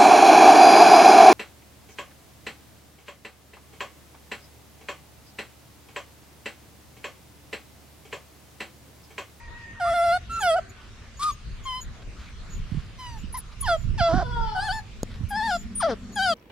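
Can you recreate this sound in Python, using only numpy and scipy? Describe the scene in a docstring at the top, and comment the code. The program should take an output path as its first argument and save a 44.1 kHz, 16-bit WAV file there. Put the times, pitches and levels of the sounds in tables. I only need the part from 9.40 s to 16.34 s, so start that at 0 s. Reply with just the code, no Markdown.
"""A distant dog whines over the yard's background, then puppies cry close by in a steel cage:
their vocal folds buzz, throat and muzzle resonate, and at times the voice cracks. Thin nasal whistles
frame the cries and paws brush the plastic floor. After three seconds air buffets the microphone ports,
mostly the right one, and hard squeaks join in. Near five seconds a far whine swells; then a motor's hum
grows louder as its pitch sinks, something taps the camera once, and the puppies whine on to the end."""
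import sys
import numpy as np
from scipy import signal
from scipy.fft import rfft, irfft, next_fast_len
from scipy.io import wavfile
from scipy.ndimage import uniform_filter1d, map_coordinates

SR = 44100
rng = np.random.default_rng(int(sys.argv[2]) if len(sys.argv) > 2 else 0)


def output_pcm(signal):
    """Save a mono or channel-first signal as 16-bit PCM at the path in sys.argv[1].

    Samples are clipped to [-1, 1] before scaling.
    """
    pcm = np.clip(np.atleast_2d(signal).T, -1, 1) * 32767
    wavfile.write(sys.argv[1], SR, np.round(pcm).astype(np.int16))


N = 306078

# pitch contour of each open-mouthed whine: time_s, pitch_hz
WHINE_MELODIES = [
    [(0.398, 814), (0.41, 725), (0.422, 702), (0.528, 672), (0.54, 707.6), (0.604, 674), (0.652, 697),
     (0.662, 683), (0.714, 685), (0.736, 721.5), (0.78, 738)],
    [(1.002, 910), (1.036, 754.4), (1.108, 652), (1.142, 643), (1.17, 741), (1.18, 754), (1.19, 650),
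     (1.2, 710)],
    [(4.225, 1107), (4.235, 1115), (4.275, 858), (4.285, 737), (4.295, 710.5), (4.355, 643), (4.368, 675)],
    [(4.578, 933), (4.616, 688.8), (4.728, 649), (4.738, 716), (4.776, 760), (4.8, 706), (4.814, 816),
     (4.828, 661), (4.838, 670)],
    [(5.148, 766.6), (5.192, 743.7), (5.226, 838.4), (5.258, 884), (5.28, 843), (5.294, 731), (5.312, 760),
     (5.33, 892), (5.403, 869)],
    [(5.906, 837), (5.934, 782), (5.978, 881), (6.006, 847), (6.042, 914), (6.064, 905), (6.102, 812),
     (6.118, 718), (6.173, 685)],
    [(6.403, 1299), (6.433, 691), (6.445, 644), (6.459, 679), (6.487, 571.6), (6.511, 473.4), (6.545, 432)],
    [(6.76, 850), (6.798, 744), (6.83, 794), (6.868, 736), (6.94, 634)],
]
# voicing of each whine: level_db, swell_db, second_harmonic_db, overtones_db, peak_effort_share,
# droop_db, roughness_share, formant_weight, throat_tuning_ratio, nasal_db, edge_db, hiss_db, ring_db
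WHINE_VOICINGS = [(-21, 5.5, -9.5, -2.5, 0.76, 0.5, 0.01, 1.16, 1.02, 11.5, 0.5, 11, -3),
                  (-18.5, 2, -9, 4, 0.04, 4, .05, 1.5, 0.97, 7, 3, 2.5, -4.5),
                  (-21, 3, -4.5, 8.5, 0.47, 16.5, 0.08, 1.33, 1.006, -4, -4, 2.5, -3.5),
                  (-19.5, -0.5, -8.5, 5, 0, 1.5, 0.06, 1.77, 0.98, 0, -14.5, 7.5, -2.5),
                  (-22, 2.5, -7, 0, 0.5, 9.5, 0.15, 1.56, 0.926, -6, -4.5, 1, 4.5),
                  (-27, 4, -5, 5, 0.8, 2, 0.12, 0.054, 0.985, 2, -6.5, 4.5, 2.5),
                  (-21, -2, -8.5, -2, 0, 3.5, 0.12, 1.03, 1.02, 7, -17, 14.5, 0.5),
                  (-23, 2.5, -3, 7.5, 0.05, 0.5, 0.1, 0.65, 0.976, -.5, -8, -14, 1.5)]
# closed-mouth whimpers: start_s, end_s, first_hz, middle_hz, last_hz, then the voicing columns
WHIMPERS = [(0.444, 0.502, 1072, 1203, 1350, -30.5, 9, -21, -6, .5, 2, .15, .3, 1.2, 0, -15, 0, -5),
            (.895, 1.003, 1330, 1365, 1331, -29.5, 9, 4.5, 9, 0.33, 1, 0.11, 0.79, .9, 7, -1.5, 7, -8),
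            (1.793, 1.919, 1073, 1231, 1130, -23.5, 5.5, -15, -1, 0.21, 2, 0.12, 0.74, 1.11, -14, 3.5, 18, 0),
            (2.254, 2.408, 1079, 1021, 1042, -26, -6, 1, 6.5, 1, 1.2, .03, 1, .973, 13, -3.5, 1.5, -2),
            (3.587, 3.789, 1039, 961, 855, -42, -6, -8.5, 12, 0.22, 4, 0.13, 0.2, 0.938, -5, 2, 2, 2.5),
            (3.942, 3.989, 933, 1034, 814, -32, -15.5, -6, 3, 0.31, 2, 0.22, 0.34, 1.1, -3, -17, 9, -2)]
# voice cracks: start_s, end_s, period_doubling_share, roughness_share, overtone_loss_db
VOICE_CRACKS = [(0.433, 0.53, 0, 0.18, 2), (.52, 0.547, 0.05, 0.44, 4), (1.144, 1.169, 0, 0.33, 25),
                (1.818, 1.85, 0.03, 0.47, -8), (4.27, 4.325, 0.09, 0.27, 3),
                (4.682, 4.85, 0.33, 0.56, 20.5), (6.453, 6.504, 0.07, 0, 6.5), (6.482, 6.558, 1, 0.37, 1.5)]
# low resonances, shaping the first two harmonics: frequency_hz, gain_db
LOW_FORMANTS = [(430, -5), (560, -5), (660, -0.5), (750, -3), (860, -8), (1100, -8.5), (1300, 0), (1450, 1),
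                (1750, -4), (2050, -21.5)]
# vocal tract response for the higher harmonics: frequency_hz, gain_db
THROAT_RESPONSE = [(700, -12), (1400, -1), (2050, -28.5), (2550, -35), (3200, -18.5), (4000, -32),
                   (4900, -22), (6000, -41.5), (7000, -40), (8600, -35), (10000, -33.5), (12000, -42.5),
                   (15000, -47)]
# turbulence in the muzzle: frequency_hz, density_db
BREATH_SPECTRUM = [(600, -40), (1200, 2.5), (2400, -14.5), (3600, -3), (5200, -1.5), (6500, -9.5),
                   (9000, -1.5), (12000, -27), (14500, -34), (16000, -29)]
# direction of the puppies as the camera moves: time_s, left_lag_samples, left_minus_right_db
PUPPY_BEARING = [(.6, 1.35, -1), (1.1, 2.17, -2), (2.3, 2.09, 2.7), (4.7, 2, -2), (5.3, 0.41, 2),
                 (6.5, 0.31, 3)]
# nasal whistles: start_s, end_s, pitch_hz, level_db
NASAL_WHISTLES = [(0.903, 0.982, 6820, -53.5), (0.984, 1.036, 6800, -45), (1.285, 1.311, 6800, -51),
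                  (1.754, 1.808, 6790, -58), (1.907, 1.943, 6630, -47), (2.23, 2.262, 6800, -50),
                  (2.4, 2.441, 6830, -43), (3.092, 3.19, 6800, -54.5), (3.57, 3.79, 5980, -60.5),
                  (3.773, 3.823, 6980, -54.5), (4.191, 4.26, 6850, -52), (4.353, 4.449, 7100, -53.5),
                  (5.308, 5.4, 7100, -50.5), (6.04, 6.24, 7100, -50.5), (6.715, 6.95, 6870, -50)]
# two-tone squeaks: start_s, end_s, pitch_hz, half_glide_share, level_db, upper_hz, spray_relative_db
SQUEAKS = [(3.922, 3.947, 10560, -0.02, -42, 13370, -16), (3.969, 3.994, 10730, -0.044, -32, 13300, -10),
           (4.205, 4.221, 10070, -0.0056, -27, 13800, -18), (5.889, 5.913, 10280, 0.00053, -41, 13800, -6),
           (6.35, 6.414, 9230, -0.0145, -29, 14770, -33.5), (6.753, 6.76, 9500, 0.011, -32.5, 14360, -27)]
# strength of a squeak's upper tone: frequency_hz, relative_db
UPPER_TONE_GAIN = [(13200, -16), (14000, -30), (14800, -28.5)]
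# hiss around whistles and squeaks: frequency_hz, density_db
SPRAY_SPECTRUM = [(4000, -18), (8000, -13), (10500, -11.0), (13500, 1.0), (15500, -30.5)]
# tilt of the cage's reflections: frequency_hz, gain_db
CAGE_TILT = [(700, 4.15), (3000, 13.8)]
# far whines: start_s, end_s, first_hz, middle_hz, last_hz, loudest_s, level_db, fading_db_per_s, echo_db
FAR_WHINES = [(0, 0.558, 947.5, 926, 901, 0.068, -52.5, 5, -1),
              (0.922, 1.506, 404, 388, 364, 1, -77.5, 24, -3.5),
              (4.621, 5.258, 540, 477, 383.1, 5.1, -30, 55.5, -3.5)]
# vocal tract of each far dog: frequency_hz, gain_db
FAR_THROATS = [
    [(930, 1), (1850, 11), (2800, -34), (6000, -53)],
    [(390, 17), (780, -2.5), (1170, 2), (1550, 19.5), (2300, -36), (6000, -43)],
    [(400, -18), (550, 1.5), (800, 17), (1050, 0), (1400, -0.5), (1850, -21), (2400, -44), (3250, -11),
     (4000, -22), (5000, -14), (7000, -47), (12000, -65)],
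]
# gusts on the ports: centre_s, half_length_s, level_db, left_minus_right_db
GUSTS = [(0.045, 0.11, -42, 1), (2.294, 0.56, -42.5, 1), (3.233, 0.23, -35.5, -3),
         (3.818, 0.096, -32, -5.5), (4.67, 0.36, -28, -7), (5.18, 0.21, -34, -4.5),
         (5.827, 0.17, -35.5, -1), (6.29, 0.29, -40.5, 3)]
# rumble of the eddies: frequency_hz, density_db
EDDY_SPECTRUM = [(12, -27.5), (20, 8.5), (43, 5.5), (92, -2.5), (167, -8), (304, -29), (356, -26.5),
                 (450, -28), (580, -60), (990, -120)]
# sharp puffs of air, before each port's gain: time_s, level_db
AIR_PUFFS = [(3.32, -19), (3.341, -23), (3.369, -17), (3.835, -28), (4.444, -18.5), (4.476, -19.5),
             (4.506, -23), (4.607, -15.5), (4.732, -14), (4.751, -17), (4.77, -14.5), (5.802, -23.5),
             (5.837, -17)]
# the tap on the camera: time_s, level_db
CASE_TAP = [(5.632, -20)]
# modes of the camera's case: frequency_hz, level_db, t60_s
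CASE_MODES = [(250, 5, 0.012), (477, 5, 0.0099), (5050, -5.5, 0.0035), (6730, 0, 0.0061),
              (8650, -11, 0.0056), (13500, -16, .004)]
# strokes of paws and fur on the floor: centre_s, half_length_s, level_db
PAW_STROKES = [(1.443, 0.12, -59), (2.626, 0.011, -49), (2.8, .04, -58.5), (2.85, 0.099, -51.5),
               (3.12, 0.056, -55), (3.375, 0.2, -54), (4.13, 0.019, -52), (5.738, 0.073, -51)]
# friction on plastic: frequency_hz, density_db
FRICTION_SPECTRUM = [(400, -11), (1400, 3.5), (2600, -2), (4200, -1), (8000, -21), (15000, -30)]
# the motor's rough burr: frequency_hz, density_db
BURR_SPECTRUM = [(100, -48.0), (170, -11.0), (240, 0.5), (290, -21.5), (500, -28.5), (1500, -93)]
# decay of the diffuse echo: frequency_hz, t60_s
REVERB_TIMES = [(200, 0.2), (1500, 0.75), (6000, 0.89), (14000, 0.031)]
# outdoor background: frequency_hz, density_db
YARD_SPECTRUM = [(24, -41), (40, -2.5), (117, -7), (146, -16.5), (235, -17), (325, -23), (472, -23.5),
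                 (548, -25.5), (703, -26.5), (858, -29.5), (1100, -24), (2050, -25.5), (2440, -26),
                 (6790, -35.5), (15500, -56.5)]
# likeness of that background at the two ports: frequency_hz, correlation
YARD_CORRELATION = [(60, 1), (180, 0.82), (550, 0.73), (1650, 0.53), (4970, 0.16), (15000, -0.4)]

ATTACK_DB, ATTACK_S, RELEASE_DB, RELEASE_S = 8.5, 0.0083, 8.5, 0.012  # depths and time constants
CATCH_ROUGH, CATCH_S = .3, .012  # the folds rattle until they settle
SAG_SHARE, SAG_S = 0.058, 0.0079  # the pitch drops as the pressure gives out
CRACK_DIP_DB, CRACK_FADE_S = 2.5, 0.015
SECOND_FOLLOWS, RASP_FOLLOWS = 0.34, 0.15  # shares: of effort in harmonic 2, of a crack's loss in rasp
STRAIN_RAD, VOICE_TOP_HZ = 2.1, 13300  # phase shake at 2700 Hz at full roughness; overtone roll-off
WHISTLE_ARCH, SQUEAK_ARCH = .015, 0.0088  # share by which the ends lie below the middle pitch
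MOTOR_HZ, MOTOR_END_HZ, MOTOR_SLOWS_AT_S, MOTOR_SLOWING_S = 224.4, 186, 5.1, 1
MOTOR_DB, MOTOR_IDLE_DB, MOTOR_RISES_AT_S, MOTOR_RISE_S = -43, -64, 5.23, 0.83


def cry(start, end, melody, voicing, air, jitter_hz=10, flutter=0.22, blur=0.13, rasp_db=-24,
        air_db=-41, drift_db=4.5, waver_db=1.1, shimmer_db=0.43, fade_s=.006):
    """Source and filter: the throat shapes the vocal folds' harmonics; strain adds shake and hiss."""
    (level_db, swell_db, second_db, overtones_db, peak, droop_db, rough,
     resonance, tuning, nasal_db, edge_db, hiss_db, ring_db) = voicing
    t, window = gate(start + fade_s / 2, end - fade_s, fade_s)
    age, remaining = np.clip(t - start, 0, None), np.clip(end - t, 0, None)
    progress = age / (end - start)
    doubling, crack_rough, loss_db = cracks(t)
    db = level_db + swell_db * (progress - .5) - CRACK_DIP_DB * crack_rough
    db -= ATTACK_DB * np.exp(-age / ATTACK_S) + RELEASE_DB * np.exp(-remaining / RELEASE_S)
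    effort_db = -droop_db * (2 * (progress - peak)) ** 2 - loss_db
    bright_db = overtones_db + effort_db
    rough = np.clip(rough + crack_rough + CATCH_ROUGH * np.exp(-age / CATCH_S), 0, 1)
    pitch = melody(t) * (1 + 0.0066 * wobble(72.44, len(t))) + jitter_hz * rough * wobble(256.2, len(t))
    pitch *= 1 - SAG_SHARE * np.exp(-remaining / SAG_S)
    phase = cycle(pitch)
    muzzle = [(1500, 0), (2100, nasal_db), (3100, 0), (4900, ring_db), (6000, 0), (8000, edge_db)]
    voice = amp(resonance * along(LOW_FORMANTS, pitch) + shimmer_db * wobble(30.5, len(t)))
    voice *= np.sin(phase)
    for k in range(2, 24):
        hz = k * pitch
        if k == 2:
            gain_db = resonance * along(LOW_FORMANTS, hz) + second_db + SECOND_FOLLOWS * effort_db
            gain_db += waver_db * wobble(23, len(t))
        else:
            gain_db = along(THROAT_RESPONSE, hz / tuning) + along(muzzle, hz) + bright_db
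            gain_db += drift_db * min(1, k / 6) * wobble(29.6, len(t))
        # uneven cycles smear the highest overtones into noise
        smear = (blur * (hz / 7000) ** 2 + STRAIN_RAD * rough ** 1.5 * hz / 2700) * wobble(450, len(t))
        gain = amp(gain_db) / (1 + (hz / VOICE_TOP_HZ) ** 20)
        voice += gain * np.sin(k * phase + smear + rng.uniform(0, 2 * np.pi))
    voice *= 1 + flutter * rough * wobble(500, len(t))
    hiss = filtered(air[round(t[0] * SR):][:len(t)], lambda hz: amp(along(muzzle, hz)))
    rasp = amp(rasp_db) * rough * amp((1 - RASP_FOLLOWS) * loss_db)
    # turbulence escapes once a cycle
    hiss *= (1 + 0.66 * np.sin(phase)) * amp(bright_db + hiss_db) * (amp(air_db) + rasp)
    alternation = 1 + doubling * np.sin(phase / 2)
    return t[0], (np.sqrt(2) * voice + hiss) * alternation * amp(db) * window


def cracks(t):
    """Irregular vibration: period doubling (an octave down), roughness and overtone loss at times t."""
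    return sum(np.outer(effects, np.clip(np.minimum(t - start, end - t) / CRACK_FADE_S, 0, 1))
               for start, end, *effects in VOICE_CRACKS)


def puppies():
    """Phonation: whines and whimpers, each heard from its own bearing."""
    out, air = np.zeros((2, N)), noise(BREATH_SPECTRUM)
    cries = [cry(melody[0][0], melody[-1][0], lambda t: curves(melody, t)[0], voicing, air)
             for melody, voicing in zip(WHINE_MELODIES, WHINE_VOICINGS)]
    for start, end, first, middle, last, *voicing in WHIMPERS:
        cries.append(cry(start, end, lambda t: arch(t, start, end, [first, middle, last]), voicing, air))
    for start, sound in cries:
        lag, balance_db = curves(PUPPY_BEARING, start + len(sound) / SR / 2)
        for port, heard in zip(out, place(sound, lag, balance_db / 2)):
            add(port, start, heard)
    return out


def noses(air_db=-12.5, spray_fade_s=.012):
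    """Flow through a narrow gap whistles and hisses; hard squeaks sound two tones."""
    out, spray = np.zeros(N), noise(SPRAY_SPECTRUM)
    for start, end, hz, db in NASAL_WHISTLES:
        glide = hz * (1 - WHISTLE_ARCH * np.array([1, 0, 1]))
        add(out, *whistle(start, end, glide, db, waver=0.012, fade_s=0.02))
        t, window = gate(start + .012, end - .006, spray_fade_s)
        add(out, t[0], amp(db + air_db) * window * spray[round(t[0] * SR):][:len(t)])
    for start, end, hz, slide, db, upper_hz, spray_db in SQUEAKS:
        glide = hz * np.array([1 - SQUEAK_ARCH - slide, 1, 1 - SQUEAK_ARCH + slide])
        add(out, *whistle(start, end, glide, db, waver=0.012, fade_s=0.0084))
        upper_db = db + along(UPPER_TONE_GAIN, upper_hz)
        add(out, *whistle(start, end, [upper_hz] * 3, upper_db, waver=.008, fade_s=0.0057))
        t, window = gate(start + 0.0066, end - .006, spray_fade_s)
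        add(out, t[0], amp(db + spray_db) * window * spray[:len(t)])
    return out


def whistle(start, end, glide, db, waver, fade_s):
    """Random modulation of pitch and level broadens a thin, swelling tone."""
    t, window = gate(start + fade_s, end - fade_s / 2, fade_s)
    progress = np.clip((t - start) / (end - start), 0, 1)
    hz = arch(t, start, end, glide)
    tone = np.sin(cycle(hz * (1 + waver * wobble(900, len(t)))))
    swell_db = 5 * (np.sin(np.pi * progress) - 1)
    return t[0], np.sqrt(2) * amp(db + swell_db + 3.2 * wobble(90, len(t))) * window * tone


def cage(x, echo_db=-19, count=8):
    """Early reflection: bars, floor and back wall return bright copies within 20 ms."""
    echoes = np.zeros((2, SR // 50))
    for port in echoes:
        port[rng.integers(SR // 1000, len(port), count)] = rng.choice([-1, 1], count) / np.sqrt(count)
    bright = filtered(x, lambda hz: amp(along(CAGE_TILT, hz)))
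    return amp(echo_db) * signal.fftconvolve(bright[None], echoes, axes=1)[:, :N]


def far_whine(row, throat, tremble=0.0083, reference_hz=460):
    """Source and filter: a sinking whine, its level set on harmonic 2; higher voices tremble more."""
    start, end, first, middle, last, loudest, level_db, fading_db_per_s = row
    t, window = gate(start, end, 0.034)
    pitch = arch(t, start, end, [first, middle, last])
    db = level_db - fading_db_per_s * np.abs(t - loudest)
    phase = cycle(pitch * (1 + tremble * pitch / reference_hz * wobble(90.8, len(t))))
    tone = sum(amp(along(throat, k * pitch) + 4.7 * wobble(25.95, len(t))) * np.sin(k * phase)
               for k in range(1, 14))
    out = np.zeros(N)
    add(out, t[0], np.sqrt(2) * amp(db - along(throat, 2 * pitch)) * window * tone)
    return out


def buffeting(shared=0.92, swing_db=3.4, puff_hz=100, puff_life_s=0.008):
    """Turbulent pressure: eddies rumble on the ports, and the sharpest arrive as short puffs."""
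    white = rng.standard_normal((2, N)) + shared * rng.standard_normal(N)
    eddies = filtered(white, lambda hz: amp(along(EDDY_SPECTRUM, hz)))
    rumble = unit(eddies * amp(swing_db * wobble(16, N))) * wind_strength()
    puffs, t = np.zeros(N), np.arange(SR // 12) / SR
    envelope = t / puff_life_s * np.exp(1 - t / puff_life_s)
    for start, db in AIR_PUFFS:
        swirl = np.sin(cycle(puff_hz * np.exp(0.63 * wobble(164, len(t)))))
        add(puffs, start - .003, amp(db) * envelope * swirl)
    return rumble + puffs * amp([[-11], [1]])  # puffs strike the right port harder


def wind_strength(calm_db=-55):
    """Addition of powers: gusts swell and die over the calm, unequally at the two ports."""
    t = np.arange(N) / SR
    power = sum(amp(db + np.array([[side_db], [-side_db]]) / 2) ** 2 * np.exp(-((t - s) / half) ** 2)
                for s, half, db, side_db in GUSTS)
    return np.sqrt(amp(calm_db) ** 2 + power)


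def tap(click_t60_s=0.0068):
    """Impact excites the damped modes of the camera's case, with a dry click of noise."""
    out, t = np.zeros(N), np.arange(SR // 20) / SR
    ring = sum(amp(db - 60 * t / t60) * np.sin(2 * np.pi * hz * t) for hz, db, t60 in CASE_MODES)
    for start, db in CASE_TAP:
        click = 0.11 * amp(-60 * t / click_t60_s) * rng.standard_normal(len(t))
        add(out, start, amp(db) * (ring + click))
    return out


def scuffs():
    """Sliding friction: paws and fur on plastic make short strokes of grainy noise."""
    envelope = np.zeros(N)
    for centre, half, db in PAW_STROKES:
        add(envelope, centre - half, amp(db) * np.hanning(round(2 * half * SR)))
    return envelope * unit(noise(FRICTION_SPECTRUM) * amp(2.2 * wobble(220, N)))


def motor():
    """Pitch follows rotation: a distant motor runs down while its hum and burr grow louder."""
    t = np.arange(N) / SR
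    slowing = np.exp(-np.clip(t - MOTOR_SLOWS_AT_S, 0, None) / MOTOR_SLOWING_S)
    hz = MOTOR_END_HZ + (MOTOR_HZ - MOTOR_END_HZ) * slowing
    rise = np.clip((t - MOTOR_RISES_AT_S) / MOTOR_RISE_S, 0, 1)
    db = MOTOR_IDLE_DB + (MOTOR_DB - MOTOR_IDLE_DB) * rise
    phase = cycle(hz * (1 + 0.0107 * wobble(40, N)))
    hum = np.sin(phase) + amp(-19.0) * np.sin(2 * phase)
    burr = amp(-2) * noise(BURR_SPECTRUM)
    return amp(db + 1.8 * wobble(31, N)) * (hum + burr)


def reverberate(x):
    """Diffuse reflection from cage and walls decays exponentially, each band at its own rate."""
    hz, t, bands = signal.stft(rng.standard_normal((2, SR // 2)), SR, nperseg=256)
    tail = signal.istft(bands * amp(-60 * t / along(REVERB_TIMES, hz)[:, None]), SR, nperseg=256)[1]
    return signal.fftconvolve(x[None], tail / np.linalg.norm(tail[0]), axes=1)[:, :N]


def yard(level_db=-45, drift_db=0.26, patchy_db=2.5):
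    """Partial coherence: faintly patchy outdoor noise, most alike at the two ports in the bass."""
    bands = signal.stft(rng.standard_normal((2, N)), nperseg=512)[2]
    patches = uniform_filter1d(rng.standard_normal(bands.shape[1:]), size=8, axis=0)
    patches = uniform_filter1d(patches, size=16, axis=1)
    pair = signal.istft(bands * amp(patchy_db * unit(patches)), nperseg=512)[1][:, :N]
    angle = lambda hz: np.arccos(np.clip(along(YARD_CORRELATION, hz), -1, 1)) / 2
    response = lambda hz: amp(along(YARD_SPECTRUM, hz)) * [np.cos(angle(hz)), np.sin(angle(hz))]
    mid, side = filtered(pair, response)
    return amp(level_db + drift_db * wobble(2.08, N)) * unit(np.array([mid + side, mid - side]))


def place(x, lag_samples, left_db):
    """Time and level differences give direction: the left port lags, and gains what the right loses."""
    delays = lambda hz: np.exp(1j * np.pi * hz / SR * lag_samples * np.array([[-1], [1]]))
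    return filtered(x, delays) * amp([[left_db], [-left_db]])


def amp(db):
    """Decibels to amplitude ratio."""
    return 10 ** (np.asarray(db) / 20)


def unit(x):
    """Normalisation to rms 1."""
    return x / np.sqrt(np.mean(x ** 2) + 1e-20)


def along(points, hz):
    """Interpolation on a logarithmic frequency axis."""
    frequencies, values = np.transpose(points)
    return np.interp(np.log(hz + 1), np.log(frequencies + 1), values)


def curves(rows, t):
    """Linear interpolation of each column after the time."""
    times, *columns = np.transpose(rows)
    return [np.interp(t, times, column) for column in columns]


def arch(t, start, end, pitches):
    """Parabolic glide through a first, middle and last pitch."""
    return np.polyval(np.polyfit([0, .5, 1], pitches, 2), np.clip((t - start) / (end - start), 0, 1))


def cycle(hz):
    """Phase as the integral of frequency."""
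    return 2 * np.pi * np.cumsum(hz) / SR


def wobble(rate, size, count=2048):
    """Smooth random modulation, rate knots a second."""
    knots = rng.standard_normal(count)[:int(size * rate / SR) + 4]
    grid = np.arange(0, len(knots), 1 / 4)
    return np.interp(np.arange(size) * (rate / SR), grid, map_coordinates(knots, [grid], mode="mirror"))


def filtered(x, response):
    """Filtering as multiplication of the spectrum by a response."""
    size = x.shape[-1]
    padded = next_fast_len(size + SR // 20, True)
    return irfft(rfft(x, padded) * response(np.fft.rfftfreq(padded, 1 / SR)), padded)[..., :size]


def noise(spectrum):
    """Spectrally shaped noise of rms 1."""
    return unit(filtered(rng.standard_normal(N), lambda hz: amp(along(spectrum, hz))))


def gate(start, end, fade_s):
    """The times of a sound and its window with raised-cosine edges."""
    t = np.arange(max(0, int((start - fade_s) * SR)), min(N, int((end + fade_s) * SR))) / SR
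    ramp = np.clip(np.minimum(t - start + fade_s, end + fade_s - t) / fade_s, 0, 1)
    return t, np.sin(np.pi / 2 * ramp) ** 2


def add(track, start_s, x):
    """Superposition of x on the track from start_s."""
    span = track[round(start_s * SR):][:len(x)]
    span += x[:len(span)]


def scene():
    """Superposition: near cries almost dry, far whines more reverberant, over the background."""
    near = puppies() + place(noses(), lag_samples=1.0, left_db=1.0)
    far, far_echo = np.zeros(N), np.zeros(N)
    for (*row, echo_db), throat in zip(FAR_WHINES, FAR_THROATS):
        whine = far_whine(row, throat)
        far += whine
        far_echo += amp(echo_db) * whine
    early = near + cage(near.mean(0)) + place(far, lag_samples=1.6, left_db=1.6)
    diffuse = reverberate(amp(-29.5) * near.mean(0) + far_echo)
    return early + diffuse + scuffs() + motor() + tap() + yard() + buffeting()


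def record(dry):
    """Band limiting: the camera passes nothing above 15650 Hz."""
    return filtered(dry, lambda hz: hz < 15650)


dry = scene()
out = record(dry)
output_pcm(out)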